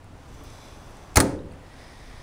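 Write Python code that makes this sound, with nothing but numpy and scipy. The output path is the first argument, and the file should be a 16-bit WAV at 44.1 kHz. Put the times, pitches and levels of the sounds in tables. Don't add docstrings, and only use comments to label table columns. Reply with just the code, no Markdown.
import sys
import numpy as np
from scipy import signal
from scipy.fft import rfft, irfft, next_fast_len
from scipy.io import wavfile
from scipy.ndimage import map_coordinates

SR = 44100
rng = np.random.default_rng(int(sys.argv[2]) if len(sys.argv) > 2 else 0)


def digitize_waveform(pressure):
    field = np.atleast_2d(pressure).T
    bounded = np.clip(field, -1, 1)
    quanta = np.round(bounded * 32767).astype(np.int16)
    wavfile.write(sys.argv[1], SR, quanta)


def voltage_ratio(decibels):
    exponent = np.asarray(decibels, float) / 20
    return 10 ** exponent


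N = 98210


def unit(x):
    return x / np.sqrt(np.mean(x ** 2) + 1e-20)


def along(points, hz):
    f, v = np.transpose(points)
    return np.interp(np.log(hz + 1), np.log(f + 1), v)


def filtered(x, response):
    m = next_fast_len(len(x) + 8192)
    spectrum = rfft(x, m) * response(np.fft.rfftfreq(m, 1 / SR))
    return irfft(spectrum, m)[:len(x)]


def noise(response, size=N):
    return unit(filtered(rng.standard_normal(size), response))


def wobble(rate):
    knots = rng.standard_normal(int(N * rate / SR) + 4)
    return map_coordinates(knots, [np.arange(N) * rate / SR])


def add(track, s, x):
    part = track[round(s * SR):][:len(x)]
    part += x[:len(part)]


# time in seconds, level in dB.
TRAFFIC_LEVEL = [(0.0, -54), (0.55, -49), (1.2, -51), (1.32, -54.5), (1.53, -51), (2.23, -50)]
# frequency in Hz, level in dB.
HUM_TONE = [(120, -35), (200, -5.5), (294, -4.5), (400, -7.5), (800, -7), (1870, -16.5), (5700, -27.5),
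            (16000, -33)]
# frequency in Hz, level in dB per Hz.
RUMBLE_TONE = [(8.8, -17), (15, 2.5), (123, -4), (189, -13), (225, -31.5), (255, -10), (300, -20.5),
               (390, -49), (660, -120)]


def far_traffic():
    t = np.arange(N) / SR
    s, db = np.transpose(TRAFFIC_LEVEL)
    hum_db = np.interp(t, s, db) + 1 + 0.6 * wobble(6)
    hum = voltage_ratio(hum_db) * noise(lambda hz: voltage_ratio(along(HUM_TONE, hz)))
    rumble_db = -45.5 - t + 0.3 * wobble(9.1) + 1.1 * wobble(14.2)
    rumble = voltage_ratio(rumble_db) * noise(lambda hz: voltage_ratio(along(RUMBLE_TONE, hz)))
    return hum + rumble


# start in
# seconds, peak in dB, centre in Hz, width in octaves, time to die by 60 dB in seconds.
TICKS = [(.0433, -50, 9000, 1, .01), (.341, -55, 6800, .2, .03), (.341, -54, 14500, .25, .04),
         (.4, -42, 290, .3, .15), (.437, -53, 8000, .6, .06), (.437, -49, 14800, .2, .07),
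         (.5023, -42, 6500, .6, .006), (.288, -54, 7400, .08, .03), (.303, -54, 8800, .15, .02),
         (.84, -57, 15000, .1, .02), (.908, -51, 12500, .4, .01), (.9692, -43, 8500, .45, .008),
         (1.1438, -45, 6500, .5, .012), (1.3906, -50, 3700, .1, .02), (1.46, -56, 8500, .2, .01),
         (1.5168, -51, 4500, .1, .015), (1.522, -51, 9200, .2, .012), (1.517, -48, 2400, .15, .015),
         (1.535, -45, 2300, .2, .015), (1.537, -56, 8800, .2, .012), (1.1574, -20, 14500, .2, .015)]


def spring_ticks():
    out, t = np.zeros(N), np.arange(SR // 10) / SR
    for s, db, hz, wide, t60 in TICKS:
        click = noise(lambda f: np.exp(-(np.log2(f / hz + 1e-3) / wide) ** 2 / 2), size=len(t))
        rise = 1 - np.exp(-t * hz)
        add(out, s, voltage_ratio(db - 60 * t / t60) * rise * click)
    return out


# start, rise, hold and fall in seconds, level in dB.
RUSTLES = [
    (.08, 0.27, 0.64, 0.46, -58),
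    (1.555, 0.26, .6, .5, -53),
    (0.43, 0.03, 0.21, 0.21, -55.5),
]
# centre in Hz, width in Hz, level in dB.
RUBBED = [
    [(1080, 370, 9.5), (2260, 300, 1), (3434, 240, 6.5), (4900, 1300, 0), (5980, 790, 4.5), (7640, 490, -2),
     (8650, 2600, -7), (11900, 2100, -1.5)],
    [(1895, 410, 10.5), (2330, 420, 3.5), (3620, 1340, 1.5), (5010, 1120, 2), (6070, 1440, -4),
     (8340, 1300, -7.5), (10060, 3300, -9), (12600, 2100, -10)],
    [(2340, 550, 3.5), (3490, 290, 5.5), (3960, 380, 4.5), (5100, 900, 3), (6050, 600, 3), (7700, 500, -1),
     (9200, 2300, -6), (11600, 1700, -1.5)],
]


def rustles():
    out, t = np.zeros(N), np.arange(N) / SR
    for (s, rise, hold, fall, db), peaks in zip(RUSTLES, RUBBED):
        stroke = np.interp(t, s + np.cumsum([0, rise, hold, fall]), [0, 1, 1, 0])
        grit = rng.standard_normal(N) * voltage_ratio(1.1 * wobble(300) + 0.3 * wobble(8.7))

        def surface(f):
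            power = sum(voltage_ratio(2 * g) / (1 + (2 * (f - c) / w) ** 2) ** 2 for c, w, g in peaks)
            return np.sqrt(power)

        out += voltage_ratio(db) * stroke * unit(filtered(grit, surface))
    return out


# start in seconds, level in dB, scrape hold in seconds,
# time to die by 60 dB in seconds, tilt toward treble in dB per octave.
CONTACTS = [(1.157, -21, 0.0019, 0.014, 9), (1.158, -17.5, 0.004, 0.042, 1),
            (1.1696, -6.5, 0.00072, 0.023, -1.5), (1.1721, -10.5, 0.0026, 0.01, -2),
            (1.1774, -15.5, 0.0037, .015, -6), (1.18, -20.5, 0.0021, 0.094, -3),
            (1.193, -21, 0.0016, 0.024, -11), (1.202, -11.5, 0.0013, .012, 0.5),
            (1.2052, -18.5, 0.0025, 0.041, -1), (1.222, -34, .003, .03, 4),
            (1.247, -35.5, .004, 0.057, -7.5), (1.287, -54, .02, .08, -1), (1.309, -44.5, .01, .08, -7)]
# frequency in Hz, level in dB per Hz.
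CLATTER = [(240, -33), (500, -9.5), (1300, -5.5), (2300, -8.5), (3200, -17), (4400, -9.5), (9000, -9.5),
           (16000, -18)]


def latch():
    out, t = np.zeros(N), np.arange(SR // 4) / SR
    for s, db, hold, t60, tilt_db in CONTACTS:
        scrape = noise(lambda hz: voltage_ratio(along(CLATTER, hz) + tilt_db * np.log2(hz / 4000 + .01)), size=len(t))
        rise = 1 - np.exp(-t / 0.00037)
        add(out, s, voltage_ratio(db - 60 * np.maximum(t - hold, 0) / t60) * rise * scrape)
    return out


# start in seconds, pitch in Hz, level in dB,
# time to die by 60 dB in seconds.
PINGS = [(1.159, 4250, -21, 0.03), (1.162, 6300, -28, .03), (1.1575, 2500, -23.5, .03),
         (1.158, 766, -16, 0.024), (1.1605, 10160, -15.5, 0.033), (1.1687, 8640, -17, 0.015),
         (1.204, 3300, -30.5, 0.04), (1.171, 1250, -9, 0.033), (1.17, 1600, -24, 0.046),
         (1.171, 2458, -23, 0.03), (1.171, 14900, -8, 0.018), (1.192, 8800, -27, 0.034),
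         (1.174, 6380, -11.5, 0.016), (1.179, 11000, -28, 0.057), (1.202, 8730, -5, 0.012),
         (1.2025, 14700, -15, .02), (1.21, 14670, -42.5, .16), (1.203, 1230, -17, 0.052),
         (1.204, 10250, -23.5, 0.072), (1.203, 9500, -34.5, 0.12), (1.28, 8650, -55, .1),
         (1.18, 14700, -32, .1), (1.206, 4350, -30, 0.063), (1.168, 990, -28, .03), (1.29, 9900, -57, .15)]


def pings():
    out, t = np.zeros(N), np.arange(SR // 4) / SR
    for s, hz, db, t60 in PINGS:
        waver = 0.36 * noise(lambda f: 1 / (1 + (f / (0.034 * hz)) ** 2), size=len(t))
        ring = np.sin(2 * np.pi * hz * t + waver)
        rise = 1 - np.exp(-t / 0.00022)
        add(out, s, voltage_ratio(db - 60 * t / t60) * rise * ring)
    return out


# start in seconds, level in dB, swell in seconds.
BLOWS = [
    (1.158, -30, 0.0018),
    (1.171, -19, 0.0023),
    (1.19, -27.5, 0.0027),
    (1.2013, -23.5, 0.0019),
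    (1.245, -37.5, 0.0025),
]
# start in seconds, pitch in Hz,
# level in dB, swell in seconds, time to die by 60 dB in seconds.
PANEL_MODES = [(1.19, 95, -22, .008, 0.22), (1.24, 119, -28, .02, .6), (1.18, 160, -29.5, 0.0078, .35),
               (1.39, 160, -38, .02, .8), (1.172, 207, -23, .004, 0.21), (1.225, 203, -23.5, 0.02, 0.28),
               (1.172, 274, -15.5, 0.012, 0.27), (1.245, 274, -26, .015, 0.43),
               (1.175, 312, -26.5, 0.0083, 0.66), (1.318, 306, -27.5, 0.0046, 0.24),
               (1.17, 358, -18.5, 0.0044, 0.18), (1.2, 390, -22, 0.01, 0.24), (1.33, 395, -36, .015, 0.54),
               (1.171, 480, -19, 0.0034, .15), (1.24, 506, -21, 0.014, 0.23), (1.325, 510, -36, 0.017, .7),
               (1.34, 450, -38.5, .01, 0.56), (1.17, 542, -19.5, .006, 0.28), (1.27, 565, -32.5, .01, 0.61),
               (1.175, 660, -30.5, 0.011, 0.33), (1.205, 718, -30, 0.012, 0.3), (1.2, 860, -36.5, .01, .5),
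               (1.168, 865, -15, .002, 0.083), (1.158, 690, -25, .003, 0.14), (1.2, 890, -28.5, .005, 0.2),
               (1.23, 930, -38, 0.011, .4), (1.33, 90, -37, .01, 1), (1.386, 310, -40.5, .01, 0.49)]
# frequency in Hz, level in dB.
WASH_TONE = [(35, -32), (70, -1.5), (500, -6.5), (1400, -15.5), (2000, -20.5), (2900, -28.5), (9500, -25),
             (16000, -33)]
# frequency in Hz, time to die by 60 dB in seconds.
WASH_T60 = [(60, 0.68), (300, 0.94), (700, 0.48), (2000, 0.45), (6000, 0.37), (11000, 0.25), (15000, 0.25)]


def panels():
    out, t = np.zeros(N), np.arange(SR) / SR
    waver_hz = 20
    for s, hz, db, swell, t60 in PANEL_MODES:
        turn = 2 * np.pi * (hz * t + rng.random()) + 0.65 * wobble(waver_hz)[:SR]
        level_db = db - 60 * t / t60 + 2 * wobble(waver_hz)[:SR]
        add(out, s, voltage_ratio(level_db) * (1 - np.exp(-t / swell)) * np.sin(turn))
    for s, db, swell in BLOWS:
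        rush = noise(lambda f: voltage_ratio(along(WASH_TONE, f)), size=SR)
        hz, frames, z = signal.stft(rush, SR, nperseg=512)
        decay = voltage_ratio(-60 * frames / along(WASH_T60, hz)[:, None])
        wash = signal.istft(z * decay, SR, nperseg=512)[1][:SR]
        add(out, s, voltage_ratio(db - 3) * (1 - np.exp(-t / swell)) * wash)
    seat_s, seat_fall_s = 1.298, 0.014
    seal_db = np.interp(np.arange(N) / SR, seat_s + seat_fall_s * np.arange(3), [0, -11, -2])
    lows = filtered(out, lambda f: 1 / (1 + (f / 613) ** 4))
    return out - lows * (1 - voltage_ratio(seal_db))


def air_push():
    t = np.arange(N) / SR - 1.1755
    width_s, push_hz, start_phase = 0.005, 78, 2.8
    puff = np.exp(-(t / width_s) ** 2 / 2)
    return voltage_ratio(-9) * puff * np.sin(2 * np.pi * push_hz * t + start_phase)


def yard_echoes(x):
    delay_s, hold_s, t60_s = 0.034, 0.11, 0.22
    t = np.arange(SR // 2) / SR - delay_s
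    fade_db = -60 * np.maximum(t - hold_s, 0) / t60_s - 50 * t
    tail = rng.standard_normal(len(t)) * (t > 0) * voltage_ratio(fade_db)
    dull = filtered(x, lambda hz: 1 / (1 + (hz / 12000) ** 4))
    return voltage_ratio(-30) * signal.fftconvolve(dull, tail / np.linalg.norm(tail))[:N]


def scene():
    background = far_traffic() + spring_ticks() + rustles()
    metal = latch() + pings()
    faint = background + panels() + yard_echoes(metal)
    faint = filtered(faint, lambda hz: hz < 15800)
    return (metal + air_push() + faint)[None]


# frequency in Hz, level in dB.
MIC = [(20, 1.5), (10400, -1.5), (11100, -9.5), (13600, -11), (14800, -5), (15500, -4), (16600, -45)]


def microphone(x):
    heard = filtered(x, lambda hz: voltage_ratio(along(MIC, hz)))
    return heard / (1 + np.abs(heard / 1.03) ** 6) ** (1 / 6)


def top_cut(x):
    return signal.sosfilt(signal.butter(12, 16810, fs=SR, output="sos"), x)


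def record(dry):
    mix = filtered(microphone(dry[0]), lambda hz: hz < 16800)
    return top_cut(mix[None])


dry = scene()
out = record(dry)
digitize_waveform(out)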